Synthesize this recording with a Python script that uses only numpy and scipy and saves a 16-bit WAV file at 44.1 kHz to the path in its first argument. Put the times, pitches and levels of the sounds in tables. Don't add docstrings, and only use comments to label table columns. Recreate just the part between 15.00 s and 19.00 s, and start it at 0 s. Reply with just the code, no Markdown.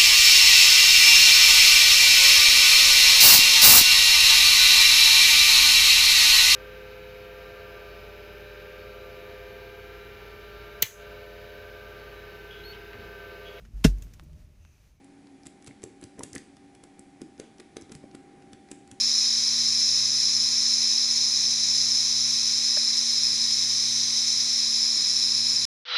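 import sys
import numpy as np
from scipy import signal
from scipy.fft import rfft, irfft, next_fast_len
from scipy.io import wavfile
from scipy.ndimage import map_coordinates

SR = 44100
rng = np.random.default_rng(int(sys.argv[2]) if len(sys.argv) > 2 else 0)


def int16_out(signal):
    q = np.round(np.clip(np.atleast_2d(signal).T, -1, 1) * 32767)
    wavfile.write(sys.argv[1], SR, q.astype(np.int16))


N = 176400
ATTACK_S = .0006

# start in seconds, then the crack's relative level in dB in its
DETENT_SNAPS = [(0.0436, -61, -83, -52.5), (0.2698, -52.5, -72, -65), (0.4335, -60, -52, -65),
                (0.4553, -50.5, -66, -53), (0.4617, -49, -54, -50), (0.468, -45, -55, -41.5),
                (0.6242, -55, -54.5, -54), (0.6442, -54, -66, -57), (0.6634, -49.5, -61, -48),
                (0.6728, -44, -50, -44.5), (0.6781, -45, -52, -47.5), (0.82, -53, -57, -56),
                (0.8316, -47, -51, -46.5), (0.8374, -44.5, -49, -38), (1.0126, -56, -69, -49.5),
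                (1.0289, -47.5, -52, -55), (1.0392, -47, -45, -42.5), (1.1928, -47, -44.5, -39.5),
                (1.2334, -54, -48, -48), (1.2340, -40.5, -37.5, -29.5), (1.237, -47.5, -55, -49),
                (1.3312, -49, -40.5, -39.5), (1.3510, -43.5, -43, -36.5), (1.3548, -63, -64, -33.5),
                (1.3614, -39.5, -59, -61), (1.367, -58, -56, -63), (1.3805, -45, -40, -45.5),
                (1.5678, -51.5, -57.5, -57), (1.7499, -53.5, -57, -52), (1.8372, -48.5, -56, -46),
                (1.9932, -64, -55, -44.5), (2.2162, -46.5, -46, -44), (2.379, -57, -54, -79),
                (2.3984, -41.5, -42.5, -41), (2.3996, -47, -47, -53), (2.583, -55, -56, -56),
                (2.599, -44, -50, -52), (2.6024, -45.5, -70, -48), (2.768, -36.5, -48, -45),
                (2.7705, -52, -56, -47), (2.812, -67, -50, -49), (2.821, -67, -46.5, -55),
                (2.8946, -53, -56, -76.0), (2.9192, -47.5, -45, -43), (2.922, -45.5, -62, -50.5),
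                (2.9508, -46.5, -45, -44), (2.9607, -59, -73, -53), (3.1126, -54, -57, -70),
                (3.1476, -48, -65, -57), (3.1505, -46, -51, -46.5), (3.423, -56, -62, -67),
                (3.5316, -43.5, -46.5, -50), (3.6871, -52, -58, -66), (3.7139, -43, -52, -37.5),
                (3.7167, -43.5, -48, -43.5), (3.8754, -53, -65, -53), (3.9137, -46.5, -45, -42.5)]
# start in seconds, relative level in dB, pitch in Hz.
BODY_KNOCKS = [(0.465, -38.5, 262), (0.6758, -41.5, 330), (0.708, -46.5, 207), (0.8379, -31, 378),
               (1.0262, -38.5, 316), (1.037, -42.5, 330), (1.188, -38, 290), (1.193, -34.5, 410),
               (1.2027, -35.5, 308), (1.2351, -36.5, 380), (1.3509, -36, 397), (1.3606, -33, 252),
               (1.8385, -46.5, 328), (1.9933, -42, 248), (2.218, -30.5, 293), (2.398, -30.5, 380),
               (2.6008, -39.5, 346), (2.7676, -29.5, 372), (2.8205, -38.5, 300.0), (2.9014, -40, 340),
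               (2.9188, -39.5, 218), (2.9536, -39.5, 165), (3.0395, -38.5, 270), (3.148, -35, 297),
               (3.5318, -40.5, 270), (3.7145, -34.5, 324), (3.9251, -45, 261)]
# frequency in Hz, relative level in dB.
FRICTION_EQ = [(40, -26), (170, 4.5), (350, 4.5), (700, -13), (2200, -16.5), (4000, -40), (12000, -36)]


def amp(db):
    return 10 ** (np.asarray(db) / 20)


def unit_rms(x):
    return x / np.sqrt(np.mean(x ** 2) + 1e-20)


def curve_at(points, hz, column=1):
    columns = np.transpose(points)
    return np.interp(np.log(hz + 1), np.log(columns[0] + 1), columns[column])


def fader(points):
    return amp(np.interp(np.arange(N) / SR, *np.transpose(points)))


def wobble(knots_per_s):
    return map_coordinates(rng.standard_normal(4096), [np.arange(N) * knots_per_s / SR], mode="wrap")


def filtered(x, response):
    size = next_fast_len(N + SR // 2)
    return irfft(rfft(x, size) * response(np.fft.rfftfreq(size, 1 / SR)), size)[:N]


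def noise(eq):
    return unit_rms(filtered(rng.standard_normal(N), lambda hz: amp(curve_at(eq, hz))))


def add(track, start_s, sound):
    part = track[max(round(start_s * SR), 0):][:len(sound)]
    part += sound[:len(part)]


def wavering_tone(hz, width_hz):
    drift = np.cumsum(wobble(2 * width_hz)) * width_hz / 2
    phase = 2 * np.pi * (hz * np.arange(N) + drift) / SR
    return unit_rms(amp(1.12 * wobble(width_hz)) * np.sin(phase))


def jolt(hz, cycles_to_crest):
    t = np.arange(SR // 12) / SR
    rise = t * hz / cycles_to_crest
    return -rise * np.exp(1 - rise) * np.sin(2 * np.pi * hz * t)


def ring(hz, t60, drift_rad):
    t = np.arange(SR // 2) / SR
    drift = np.cumsum(rng.standard_normal(len(t))) * drift_rad / np.sqrt(t60 * SR)
    envelope = amp(-60 * t / t60) * (1 - np.exp(-t / ATTACK_S))
    return envelope * np.sin(2 * np.pi * hz * t + drift)


def burst(t60, lead_s):
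    t = np.maximum(np.arange(SR // 25) / SR - lead_s, 0)
    spectrum = rfft(rng.standard_normal(len(t)) * (1 - np.exp(-t / ATTACK_S)) * amp(-60 * t / t60))
    return irfft(spectrum / (np.abs(spectrum) + 1e-12) ** .18)


def fan():
    # frequency in Hz, relative level in dB.
    air_eq = [(20, -20.5), (50, -16.5), (90, -11.5), (135, -10), (170, -9), (210, -3.5), (245, -9.5),
              (275, -1), (350, -11), (420, -15.5), (590, -19), (830, -18.5), (1000, -26), (1300, -28),
              (1650, -24.5), (2350, -23.5), (2700, -30.5), (6000, -33), (11000, -37)]
    # pitch in Hz, level in dB before the fader, width in Hz.
    hum_tones = [(374.2, -64, 18), (736, -74.5, 10), (791.4, -65.5, 6)]
    # time in seconds, gain in dB.
    hum_ride = [(0, -4), (.55, -0.5), (2.6, -0.5), (3.2, 2.5), (4, 2.5)]
    # time in seconds, rms level in dB.
    drone_ride = [(0, -60.5), (.2, -57), (.36, -48.5), (.41, -73), (0.518, -61), (.6, -69), (1.0, -58),
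                  (1.5, -58), (2.4, -62), (2.7, -86), (3.3, -58.5), (4, -64)]
    hum = sum(amp(db) * wavering_tone(hz, width_hz) for hz, db, width_hz in hum_tones)
    air = amp(-56.5) * noise(air_eq)
    drone = fader(drone_ride) * wavering_tone(280.4, width_hz=12)
    return air + drone + fader(hum_ride) * hum


def room(x):
    # frequency in Hz, level in dB, time to fall 60 dB in seconds.
    tail_bands = [(98, -12.5, 0.35), (332, -1.5, 0.53), (595, -10, 0.036), (1180, -9, 1),
                  (1870, -4.5, 0.19), (3500, -6, 0.72), (5900, -12, 0.36), (8200, -9.5, 0.49),
                  (12000, -12, 0.17)]
    slap_s, slap_cutoff_hz, predelay_s = .0137, 910, .006
    out = np.zeros(N)
    add(out, slap_s, amp(-9) * signal.lfilter(*signal.butter(1, slap_cutoff_hz, fs=SR), x))
    for piece in np.array_split(np.arange(N), 20):
        hz, t, hiss = signal.stft(rng.standard_normal(SR // 2), SR, nperseg=256)
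        t60 = curve_at(tail_bands, hz, column=2)[:, None]
        decay = amp(curve_at(tail_bands, hz)[:, None] - 60 * t / t60)
        energy_trim = np.sqrt(2 * np.log(1000) / (t60 * SR))
        tail = signal.istft(hiss * decay * energy_trim, SR, nperseg=256)[1]
        add(out, piece[0] / SR + predelay_s, signal.fftconvolve(x[piece], tail))
    return out


def thumb_slide():
    crest_s, width_s = 3.34, 0.15
    swell = np.exp(-.5 * ((np.arange(N) / SR - crest_s) / width_s) ** 2)
    return amp(-58.5) * swell * noise(FRICTION_EQ)


def notch_scrapes():
    climb_s = 0.02
    swell = amp(-51) * np.linspace(0, 1, int(climb_s * SR))
    force = np.zeros(N)
    for start, _, _ in BODY_KNOCKS:
        add(force, start - climb_s, swell)
    return force * unit_rms(noise(FRICTION_EQ) * amp(2 * wobble(600)))


def contact_grit():
    # frequency in Hz, relative level in dB.
    grit_eq = [(300, -40), (1500, -15), (4000, -14), (7500, -13), (12000, -10)]
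    t = np.arange(-SR // 50, SR // 50) / SR
    spike = np.exp(-np.abs(t) / 0.0045)
    force = np.zeros(N)
    for start, *band_dbs in DETENT_SNAPS:
        add(force, start + t[0], amp(np.mean(band_dbs) - 8.5) * spike)
    return force * unit_rms(noise(grit_eq) * amp(8 * wobble(1700)))


def body_knocks():
    # start in seconds, level in dB.
    hand_thuds = [(0.467, -58), (0.678, -45), (0.836, -47), (1.04, -45), (1.19, -53), (1.232, -46.5),
                  (1.327, -46.5), (1.362, -47.5), (2.821, -53), (2.956, -56), (3.533, -50.5), (3.918, -44)]
    out = np.zeros(N)
    for start, db, hz in BODY_KNOCKS:
        add(out, start, amp(db + 1.5) * jolt(hz, cycles_to_crest=0.48))
    for start, db in hand_thuds:
        add(out, start, amp(db) * jolt(hz=109.8, cycles_to_crest=0.65))
    return out


def part_taps():
    # start in seconds, level in dB, pitch in Hz,
    # time to fall 60 dB in seconds.
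    taps = [(0.4682, -27, 7700, 0.007), (0.6442, -39, 8900, 0.0085), (.7098, -37.5, 2100, 0.011),
            (0.8378, -24.5, 7700, 0.01), (0.837, -40, 640, 0.013), (1.2072, -30, 970, 0.02),
            (1.2078, -40.5, 1950, 0.015), (1.34, -38.5, 2030, 0.01), (1.3575, -34, 1620, 0.013),
            (1.3617, -22.5, 1900, 0.0077), (1.3619, -35, 2750, 0.0052), (1.75, -74, 3354, 1.8),
            (1.9933, -39.5, 7950, .009), (1.9935, -36.5, 8800, 0.01), (2.768, -27.5, 6250, 0.0079),
            (3.0398, -37.5, 640, 0.017), (3.9137, -44.5, 3360, 0.016)]
    out = np.zeros(N)
    for start, db, hz, t60 in taps:
        add(out, start, amp(db) * ring(hz, t60, drift_rad=1.6))
    return out


def wheel_resonance(x):
    return x + amp(-1) * signal.lfilter(*signal.iirpeak(7670, Q=10, fs=SR), x)


def detent_snaps():
    # low edge in Hz, high edge in Hz,
    # time to fall 60 dB in seconds.
    crack_bands = [(810, 4610, 0.015), (4730, 6460, 0.0035), (6000, 12400, 0.011)]
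    # pitch in Hz, level in dB relative to the snap's
    # top-band setting, time to fall 60 dB in seconds.
    metal_modes = [(5700, -33, 0.068), (6000, -37, 0.073), (7670, -26, 0.072), (8350, -32, 0.12),
                   (10900, -35, 0.091)]
    lead_s, span_s = .008, .0032
    bandpasses = [(signal.butter(3, [low, high], "band", fs=SR, output="sos"), t60)
                  for low, high, t60 in crack_bands]
    out = np.zeros(N)
    for start, *band_dbs in DETENT_SNAPS:
        for db, (bandpass, t60) in zip(band_dbs, bandpasses):
            crack = signal.sosfilt(bandpass, burst(t60, lead_s))
            crack *= np.sqrt(span_s * SR) / np.linalg.norm(crack)
            add(out, start - lead_s, amp(db - 5) * crack)
        for hz, db, t60 in metal_modes:
            ring_db = band_dbs[-1] + db + rng.normal(0, 2)
            add(out, start, amp(ring_db) * ring(hz, t60, drift_rad=7))
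    return out


def scene():
    snaps = wheel_resonance(detent_snaps())
    lock = snaps + contact_grit() + body_knocks() + notch_scrapes() + thumb_slide()
    taps = part_taps()
    room_send = lock + amp(-6) * taps
    return (lock + taps + room(room_send) + fan())[None]


def record(dry):
    cutoff_hz = 11100
    return np.array([filtered(x, lambda hz: 1 / np.sqrt(1 + (hz / cutoff_hz) ** 160)) for x in dry])


dry = scene()
out = record(dry)
int16_out(out)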